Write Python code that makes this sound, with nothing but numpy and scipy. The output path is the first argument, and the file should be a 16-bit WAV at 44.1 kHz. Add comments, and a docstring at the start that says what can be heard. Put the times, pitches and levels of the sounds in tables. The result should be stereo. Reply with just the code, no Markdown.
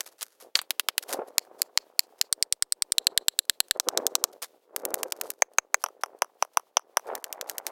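"""A hatchet chops a frozen pond, then a sledge and a log drive posts into the ice, all in fast motion.
The speed shrinks every blow to a click of a few ms, coloured by the ice or wood that rings under it,
and the shore returns a faint echo. Splinters patter and boots crunch in between.
Behind the work, buffets of wind, lifted to a low burble, swell over the hush of open air."""
import sys
import numpy as np
from scipy import signal
from scipy.fft import rfft, irfft, next_fast_len
from scipy.io import wavfile
from scipy.ndimage import uniform_filter1d

SR = 44100
rng = np.random.default_rng(int(sys.argv[2]) if len(sys.argv) > 2 else 0)


def dump_mix(stems):
    """Bounce the given channels to the path in sys.argv[1] as a 16-bit WAV at rate SR."""
    frames = np.atleast_2d(stems).T  # one column per channel
    limited = np.clip(frames, -1, 1)  # hard clip at full scale
    pcm = np.round(limited * 32767).astype(np.int16)
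    wavfile.write(sys.argv[1], SR, pcm)


N = 340011
HIT_SAMPLES = 8192

# resonances of each thing struck: (frequency [Hz], level [dB])
WET_LOG = [(130, -33.5), (4690, -0.5), (5250, -14.5), (8310, -17.5), (9730, -32), (12450, -41),
           (13700, -31.5), (15980, -45)]
THICK_ICE = [(130, -46), (220, -19), (520, -15), (3010, 1.5), (5080, 1), (5900, -6), (8610, -3.5),
             (8830, -9.5), (10420, 0), (15980, -7.5)]
STAKE = [(130, -35), (520, -24), (780, -9.5), (2410, -5.5), (3790, -11.5), (4310, 2.5), (6070, -8),
         (7190, -4), (8830, -16), (11800, -15), (13390, -30), (13870, -9.5), (15330, -20.5), (15980, -40)]
STUMP = [(130, -36), (390, -37.5), (2200, -19.5), (2670, -24.5), (4310, -7.5), (5560, -8.5), (6720, -15.5),
         (7360, -7), (9090, 0), (9910, -17.5), (11240, -12.5), (12660, -28), (14170, -13.5), (15980, -18)]
POST = [(130, -36.5), (820, -18.5), (1210, -24), (1720, -10), (2200, -18.5), (3620, -8.5), (4090, 2),
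        (4780, -13.5), (6890, -18.5), (7620, -3), (8910, -21.5), (10810, -12.5), (14860, -24.5),
        (15980, -32.5)]
FAR_POST = [(130, -31.5), (690, -3.5), (1290, 2), (2070, -14), (3920, 0.5), (4780, -3), (5430, 3),
            (8870, -3.5), (10160, -15.5), (13180, -7), (15980, -21.5)]
BRITTLE_ICE = [(130, -31), (520, 0), (1420, -2.5), (1680, 1), (3790, -3), (7580, 5), (15500, 6),
               (15980, -7)]
TALL_POST = [(130, -35), (340, -24), (560, -3.5), (2370, -7.5), (2760, -15.5), (2890, -32.5), (3060, -25.5),
             (5770, -23.5), (6420, -0.5), (6890, -16.5), (7240, -16), (11370, -39.5), (15720, -27),
             (15980, -43)]
SHORT_POST = [(130, -46.5), (260, -35.5), (520, -6), (780, -1), (990, 1.5), (1340, -3), (1720, -13),
              (3230, -15.5), (4130, -30.5), (5940, -3), (7320, -34), (7580, -22.5), (11200, -16),
              (15980, -32.5)]
THIN_ICE = [(130, -30), (520, -20), (1500, 3.5), (4200, -2), (6200, 4), (8500, 1), (11500, 1), (14000, 4),
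            (15980, -5)]
# stretches of work: (start [s], thing struck, contact [ms], rattle [dB], rebound delay [ms],
# rebound [dB], echo [dB], left over right [dB])
JOBS = [(0, BRITTLE_ICE, 0.42, -1.5, 4.2, -20, -56, 1.5), (.5, WET_LOG, 1.36, -4, 4.85, -12.5, -29.5, 3.5),
        (.66, THICK_ICE, 0.6, -8, 3.2, -36, -41.5, 2.1), (1.3, STAKE, 0.66, -24.5, 10.8, -30, -39.5, -1.8),
        (2.27, STUMP, 0.44, -20, 4.9, -22.5, -57, -3), (2.95, POST, 0.69, -24.5, 4.2, -23.5, -43.5, 3.3),
        (3.75, FAR_POST, 0.52, -16, 4.5, -25, -39.5, 1.4),
        (4.35, BRITTLE_ICE, .5, -17, 2.4, -6.5, -36.5, 0.5),
        (5.36, TALL_POST, 0.7, -20, 5, -25, -53.5, -3.5), (5.8, SHORT_POST, 0.7, -14, 4.8, -29, -48, -2),
        (7.08, THIN_ICE, .4, -10, 4, -17.5, -39, -.7)]


def blow(strike, job, job_grain, fresh=0.73, rattle_ms=4.0, bend_ms=1.2, echo_ms=42, echo_width_ms=17):
    """One stereo hit: bite, rattle, rebound and shore echo, all ringing through the thing struck."""
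    _, level_db, weight_db, snap_db = strike
    _, body, contact_ms, rattle_db, rebound_ms, rebound_db, echo_db, pan_db = job
    hz = np.fft.rfftfreq(HIT_SAMPLES, 1 / SR)
    ms = np.arange(HIT_SAMPLES) * 1000 / SR
    own_grain, stray_grain, debris, shore = rng.standard_normal((4, HIT_SAMPLES))
    bite = contact(job_grain + fresh * own_grain, contact_ms)
    # the head rocks and lands again within a millisecond, carving new notches into every blow
    bite = unit(bite + rng.choice([-.45, .45]) * np.roll(bite, rng.integers(12, 44)))
    stray = contact(stray_grain, contact_ms)
    rattle = gain_of(rattle_db) * unit(debris * np.exp(-ms / rattle_ms))
    rebound = gain_of(rebound_db) * np.roll(stray, np.searchsorted(ms, rebound_ms))
    echo = gain_of(echo_db) * unit(shore / np.cosh(np.minimum(abs(ms - echo_ms) / echo_width_ms, 20)) ** 2)
    # the way to the shore and back swallows treble
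    dull_echo = rfft(echo) * gain_of(curve_at([(4000, 0.002), (9000, -6)], hz))
    side = gain_of(-19) * rfft(stray) * np.sqrt(hz / 5000)  # wider the shorter the wave
    drive = rfft(bite + rattle + rebound) + dull_echo + np.array([side, -side])
    # each blow lands on a slightly different spot, and wet wood and ice damp every resonance
    detune = 1 + .004 * rng.standard_normal()
    body_db = uniform_filter1d(curve_at(body, hz * detune), size=41)
    tone_db = curve_at([(1200, weight_db), (3500, 0.0071), (5500, 0), (10000, snap_db)], hz)
    # bending waves travel faster the higher they are, so each click is a quick downward chirp
    chirp = np.exp(-4j * np.pi * bend_ms * np.sqrt(hz / 1000))
    # the bass stays centred; the louder side leads by 2.5 microseconds per dB
    pan = gain_of(pan_db * np.minimum(hz / 4500, 1)) * np.exp(2j * np.pi * hz * pan_db * 2.5 / 1e6)
    pair = irfft(drive * ringing(body_db + tone_db) * chirp * np.array([pan ** .5, pan ** -.5]))
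    return gain_of(level_db) * np.sqrt(2 * .003 * SR) * unit(pair)  # level taken over 3 ms


def contact(grain, contact_ms):
    """A burst of tiny fractures as the tool bites, flattened to hold nearly every frequency."""
    age = np.arange(HIT_SAMPLES) * 1000 / SR / contact_ms
    burst = rfft(unit(grain * age * np.exp(-age ** 2)))
    ripple_db = 10 * np.log10(uniform_filter1d(abs(burst) ** 2, size=25) + .05)
    return unit(irfft(burst * ringing(-0.99 * ripple_db)))


def blows(strikes, lead_ms=0.37, bounce_s=.0245):
    """Blows of one job share a grain and land alike; the log bounces once on the short post."""
    out = np.zeros((2, N))
    grains = rng.standard_normal((len(JOBS), HIT_SAMPLES))
    fade = np.minimum(np.linspace(2, 0, HIT_SAMPLES), 1) ** 2
    for strike in strikes:
        k = job_at(strike[0])
        _, body, contact_ms, *_ = JOBS[k]
        start = strike[0] - (lead_ms + contact_ms) / 1000
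        add(out, start, blow(strike, JOBS[k], grains[k]) * fade)
        if body is SHORT_POST:
            bounce = (strike[0], -40.5, 10.5, 7)  # time, then level, weight and snap in dB
            add(out, start + bounce_s, blow(bounce, JOBS[k], grains[k]) * fade)
    return out


def work_rhythm(uneven_db=0.5, uneven_tone_db=3.14):
    """Every strike as (time, level, weight, snap): single knocks, then steady runs of uneven force."""
    # lone blows, and the log's first hard bounce off the short post at 5.862 s: (time [s], level over 3 ms
    # [dB], bass weight [dB], treble snap [dB])
    singles = [(.0072, -23.5, -1.5, -10), (.2103, -34.5, -12, -21), (.2287, -25.5, -6, -6.5),
               (.5553, -10.5, -.5, 8), (.591, -21.5, 7, 11), (.6164, -32, 19.5, 38.5),
               (.9806, -14.5, 2.5, 2), (1.3822, -10.5, -4.5, 5), (1.619, -14, -9, 11.5),
               (1.7754, -11.5, -3, -3.5), (1.9935, -8, -8.5, 7), (2.2137, -12, -10.5, 2),
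               (2.9829, -11.5, -7.5, -2), (4.426, -31, 4.5, -3.5), (5.4218, -8, -4, -0.5),
               (5.5847, -9, -6, -2), (5.744, -10.5, -5.5, 4.5), (5.8399, -17, 2, 6), (5.862, -29, -4, -28),
               (6.036, -17.5, 4.5, -3), (6.2209, -13.5, 1, -2), (6.425, -13, -1.5, -6),
               (6.5721, -11, 0, 0.5), (6.7701, -10, -9.5, -15), (6.9711, -12.5, 0.5, 0.5),
               (7.1531, -27, -4, -1)]
    # blows on a beat: (first [s], last [s], rate [1/s], level over 3 ms [dB], growth over the run [dB],
    # bass weight [dB], treble snap [dB])
    runs = [(.707, 0.8869, 11, -15.5, 2.5, 4, -1.5), (2.3274, 2.9214, 10, -13.5, -1, 4, -3.5),
            (3.0698, 3.7109, 9.4, -11, -2, -2.5, -1), (3.7993, 3.9751, 11.4, -15.5, 1.5, 1, 1),
            (4.0672, 4.2404, 11.5, -13, 2, -5, 3.5), (4.7629, 4.9424, 11.2, -20.5, 3.5, 5, -3.5),
            (5.032, 5.3036, 11, -22, -3, -1, -6.5), (7.2425, 7.6674, 11.8, -25.5, 4, -5.5, -2.5)]
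    strikes = list(singles)
    for first, last, per_s, level_db, growth_db, weight_db, snap_db in runs:
        for progress in np.linspace(0, 1, round((last - first) * per_s) + 1):
            softness, bass, treble = rng.standard_normal(3)
            time = first + progress * (last - first)
            db = level_db + growth_db * (progress - .5) - uneven_db * softness
            strikes.append((time, db, weight_db + uneven_tone_db * bass, snap_db + uneven_tone_db * treble))
    return strikes


def job_at(time):
    """Index of the stretch of work under way at this time."""
    return sum(job[0] <= time for job in JOBS[1:])


def spray(strikes, below_chop_db=37, thin_out_s=0.066):
    """Each chop into brittle or thin ice throws splinters that patter down and thin out."""
    thinning = np.exp(-np.arange(SR)[None] / SR / thin_out_s)
    flying = np.zeros((1, N))
    for time, level_db, _, _ in strikes:
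        if JOBS[job_at(time)][1] in (BRITTLE_ICE, THIN_ICE):
            add(flying, time, gain_of(level_db - below_chop_db) * thinning)
    return flying * splinters(per_s=88, size_db=4, settle_s=.0015, side_db=-10)


def scrapes(clump_db=5.0, clump_hz=500):
    """Ice crumbs crush in clumps under each short stroke of a boot or of wood."""
    # scraping strokes: (start [s], length [s], level [dB])
    strokes = [(.057, 0.032, -45.5), (0.114, .018, -58.5), (0.178, .04, -55), (0.211, 0.022, -39.5),
               (0.282, 0.092, -67.5), (0.397, 0.047, -49.5), (0.55, 0.033, -36), (1.023, 0.015, -38.5),
               (1.074, 0.078, -42.5), (1.124, 0.021, -33.5), (1.269, 0.033, -61), (1.578, 0.04, -59.5),
               (2.18, 0.021, -60), (4.326, 0.011, -52.5), (4.417, 0.032, -36), (4.98, 0.038, -53.5),
               (5.228, 0.082, -58.5), (5.793, 0.049, -60), (6.008, 0.014, -53.5), (6.532, .016, -59.5),
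               (7.066, 0.027, -55.5), (7.467, 0.059, -53), (7.661, 0.031, -45.5)]
    t = np.arange(SR // 2)[None] / SR
    force = np.zeros((1, N))
    for start, length, db in strokes:
        progress = t / length
        add(force, start, gain_of(db) * (progress / 0.31) ** 2 * np.exp(2 - 2 * progress / 0.37))
    grains = rng.standard_normal((2, N)) * gain_of(clump_db * wander(N, clump_hz))
    return force * crumb_tone(grains, side_db=-14)


def chips():
    """Now and then a stray splinter of ice ticks on the pond."""
    return gain_of(-77) * splinters(per_s=5, size_db=2, settle_s=0.0019, side_db=-8)


def splinters(per_s, size_db, settle_s, side_db):
    """Bits of ice land at random, each a tiny burst of noise that dies at once."""
    t = np.arange(HIT_SAMPLES) / SR
    splinter = rng.standard_normal(HIT_SAMPLES) * np.exp(-t / settle_s)
    landings = signal.oaconvolve(ticks(per_s, size_db), splinter[None], axes=1)[:, :N]
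    return crumb_tone(landings, side_db)


def crumb_tone(grains, side_db):
    """Gives grains the crisp colour of broken ice and spreads them in stereo."""
    # ice crumbs: (frequency [Hz], level [dB])
    spectrum = [(200, -26.5), (500, -1.5), (1500, 2.5), (2600, -4), (5000, 1), (8000, -2), (12000, 0),
                (16000, -12)]
    return spread(coloured(grains, spectrum), side_db)


def wind(rush_db=-8, small_eddy_pitch=1.46):
    """Eddies hit the microphone as separate lumps over a smooth rush; small ones sound higher."""
    # burble of the large eddies: (frequency [Hz], level [dB])
    buffet = [(40, -54.5), (100, -34.5), (180, -20), (280, -6), (400, 3), (520, 5), (800, -4.5),
              (1150, -12), (1600, -21), (2300, -33.5), (5000, -56.5)]
    # small, fast eddies: (time [s], share of the power [0-1])
    small_eddies = [(0, 0.13), (1, 0.08), (2, 0.37), (3, 0.048), (4, 0.039), (5, 0.017), (6, 0.2),
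                    (7.1, 0.58), (7.7, 0.87)]
    share = np.clip(np.interp(np.arange(N) / SR, *np.transpose(small_eddies)), 0, 1)
    puff = signal.windows.hann(round(.0035 * SR))[None]
    out = np.zeros((2, N))
    for part, pitch in ((1 - share, 1), (share, small_eddy_pitch)):
        lumps = signal.oaconvolve(abs(ticks(per_s=300, size_db=0)), puff, "same", axes=1)
        eddies = (evened(lumps) + gain_of(rush_db)) * rng.standard_normal((2, N))
        burble = coloured(eddies, [(hz * pitch, db) for hz, db in buffet])
        out += np.sqrt(part) * spread(burble, side_db=-13)
    return wind_strength() * out


def wind_strength(edge_db=-16.5, gust_shape=1.9, flutter_db=3, flutter_hz=9.9):
    """An uneven breeze with gusts on top, each down to edge_db one rise before and one fall after its peak."""
    # breeze between gusts: (time [s], level [dB])
    breeze_levels = [(0, -64), (.33, -75.5), (.47, -66.5), (.72, -62.5), (1.35, -54.5), (1.7, -60),
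                     (2.1, -59.5), (2.7, -68.5), (3.0, -53.5), (3.35, -64.5), (4.65, -65.5), (5.7, -64),
                     (5.9, -58.5), (6.3, -65), (6.95, -67.5), (7.35, -50.5), (7.71, -40.5)]
    # swells of wind: (peak time [s], rise [s], fall [s], level [dB])
    gusts = [(0.454, 0.055, .04, -52), (1.19, 0.11, .052, -30), (2.388, 0.021, .03, -54.5),
             (3.141, .09, .12, -50), (3.773, 0.023, 0.023, -39.5), (3.877, 0.012, 0.034, -32),
             (3.99, 0.13, 0.14, -35), (4.219, 0.22, 0.16, -45), (4.908, 0.17, 0.23, -35),
             (5.239, 0.12, 0.094, -42), (7.135, 0.084, 0.052, -31.5)]
    t = np.arange(N) / SR
    coarse_t = t[::64]
    gust_power = np.zeros(len(coarse_t))
    for peak, rise, fall, db in gusts:
        away = np.clip(np.maximum((peak - coarse_t) / rise, (coarse_t - peak) / fall), 0, 10)
        gust_power += gain_of(db + edge_db * away ** gust_shape) ** 2
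    breeze = gain_of(np.interp(t, *np.transpose(breeze_levels)) + flutter_db * wander(N, flutter_hz))
    return np.sqrt(breeze ** 2 + np.interp(t, coarse_t, gust_power))


def air(flicker_db=4, flicker_hz=12):
    """The faint, restless hush of the open pond."""
    # colour of the hush: (frequency [Hz], level [dB])
    spectrum = [(60, -32), (150, -16), (400, 3), (900, -9.5), (1600, -12.5), (3000, -9.5), (8000, -15.5),
                (16000, -14)]
    # its slow drift: (time [s], level [dB])
    levels = [(0, -74), (0.699, -67), (2.6, -73), (4.202, -71), (5.5, -77.5), (6.8, -72.5), (7.7, -73.5)]
    hush = spread(coloured(rng.standard_normal((2, N)), spectrum), side_db=-10)
    drift_db = np.interp(np.arange(N) / SR, *np.transpose(levels))
    return gain_of(drift_db + flicker_db * wander(N, flicker_hz)) * hush


def ticks(per_s, size_db):
    """Two rows of random clicks at the same moments: many small, few large."""
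    chance = rng.random(N)
    strength = np.minimum(rng.exponential(1, N), 3)
    return rng.standard_normal((2, N)) * (chance < per_s / SR) * gain_of(size_db * strength)


def wander(n, hz):
    """Smooth random drift of rms 1, rolling off above hz."""
    padded = next_fast_len(n, True)
    smooth = np.exp(-np.minimum(np.fft.rfftfreq(padded, 1 / SR) / hz, 10) ** 2)
    return evened(irfft(rfft(rng.standard_normal(n), padded) * smooth, padded)[:n])


def ringing(db):
    """Causal response with this gain curve: its peaks ring on after the blow."""
    log_gain = np.log(gain_of(np.concatenate([db, db[-2:0:-1]])))
    return np.exp(np.conj(signal.hilbert(log_gain)))[:len(db)]


def coloured(x, points):
    """Equalises x with a (Hz, dB) curve, at rms 1."""
    n = x.shape[-1]
    padded = next_fast_len(n, True)
    gains = gain_of(curve_at(points, np.fft.rfftfreq(padded, 1 / SR)))
    return evened(irfft(rfft(x, padded) * gains, padded)[..., :n])


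def curve_at(points, hz):
    """Joins (Hz, value) points by straight lines on a log-frequency axis."""
    point_hz, value = np.transpose(points)
    return np.interp(np.log(hz + 1), np.log(point_hz + 1), value)


def spread(pair, side_db):
    """Turns mid and side into left and right, at rms 1."""
    side = gain_of(side_db) * pair[1]
    return evened(np.array([pair[0] + side, pair[0] - side]))


def add(mix, time, sound):
    """Adds a sound to the mix at a time in seconds."""
    part = mix[:, max(round(time * SR), 0):][:, :sound.shape[1]]
    part += sound[:, :part.shape[1]]


def gain_of(db):
    """Decibels to amplitude."""
    return 10 ** (np.asarray(db) / 20)


def evened(x):
    """Scales to rms 1."""
    return x / np.sqrt(np.mean(x ** 2) + 1e-20)


def unit(x):
    """Scales to energy 1."""
    return x / np.sqrt(np.sum(x ** 2) + 1e-20)


def scene():
    """Blows, splinter spray, scrapes and chips over wind and open air."""
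    strikes = work_rhythm()
    return blows(strikes) + spray(strikes) + scrapes() + chips() + wind() + air()


def record(dry, ceiling=0.78, cutoff_hz=16600):
    """Soft-clips the tallest peaks, then trims the extreme treble."""
    rounded = dry / (1 + (dry / ceiling) ** 6) ** (1 / 6)
    lowpass = signal.firwin(255, cutoff_hz, window=("kaiser", 9), fs=SR)
    return signal.oaconvolve(rounded, lowpass[None], "same")


dry = scene()
out = record(dry)
dump_mix(out)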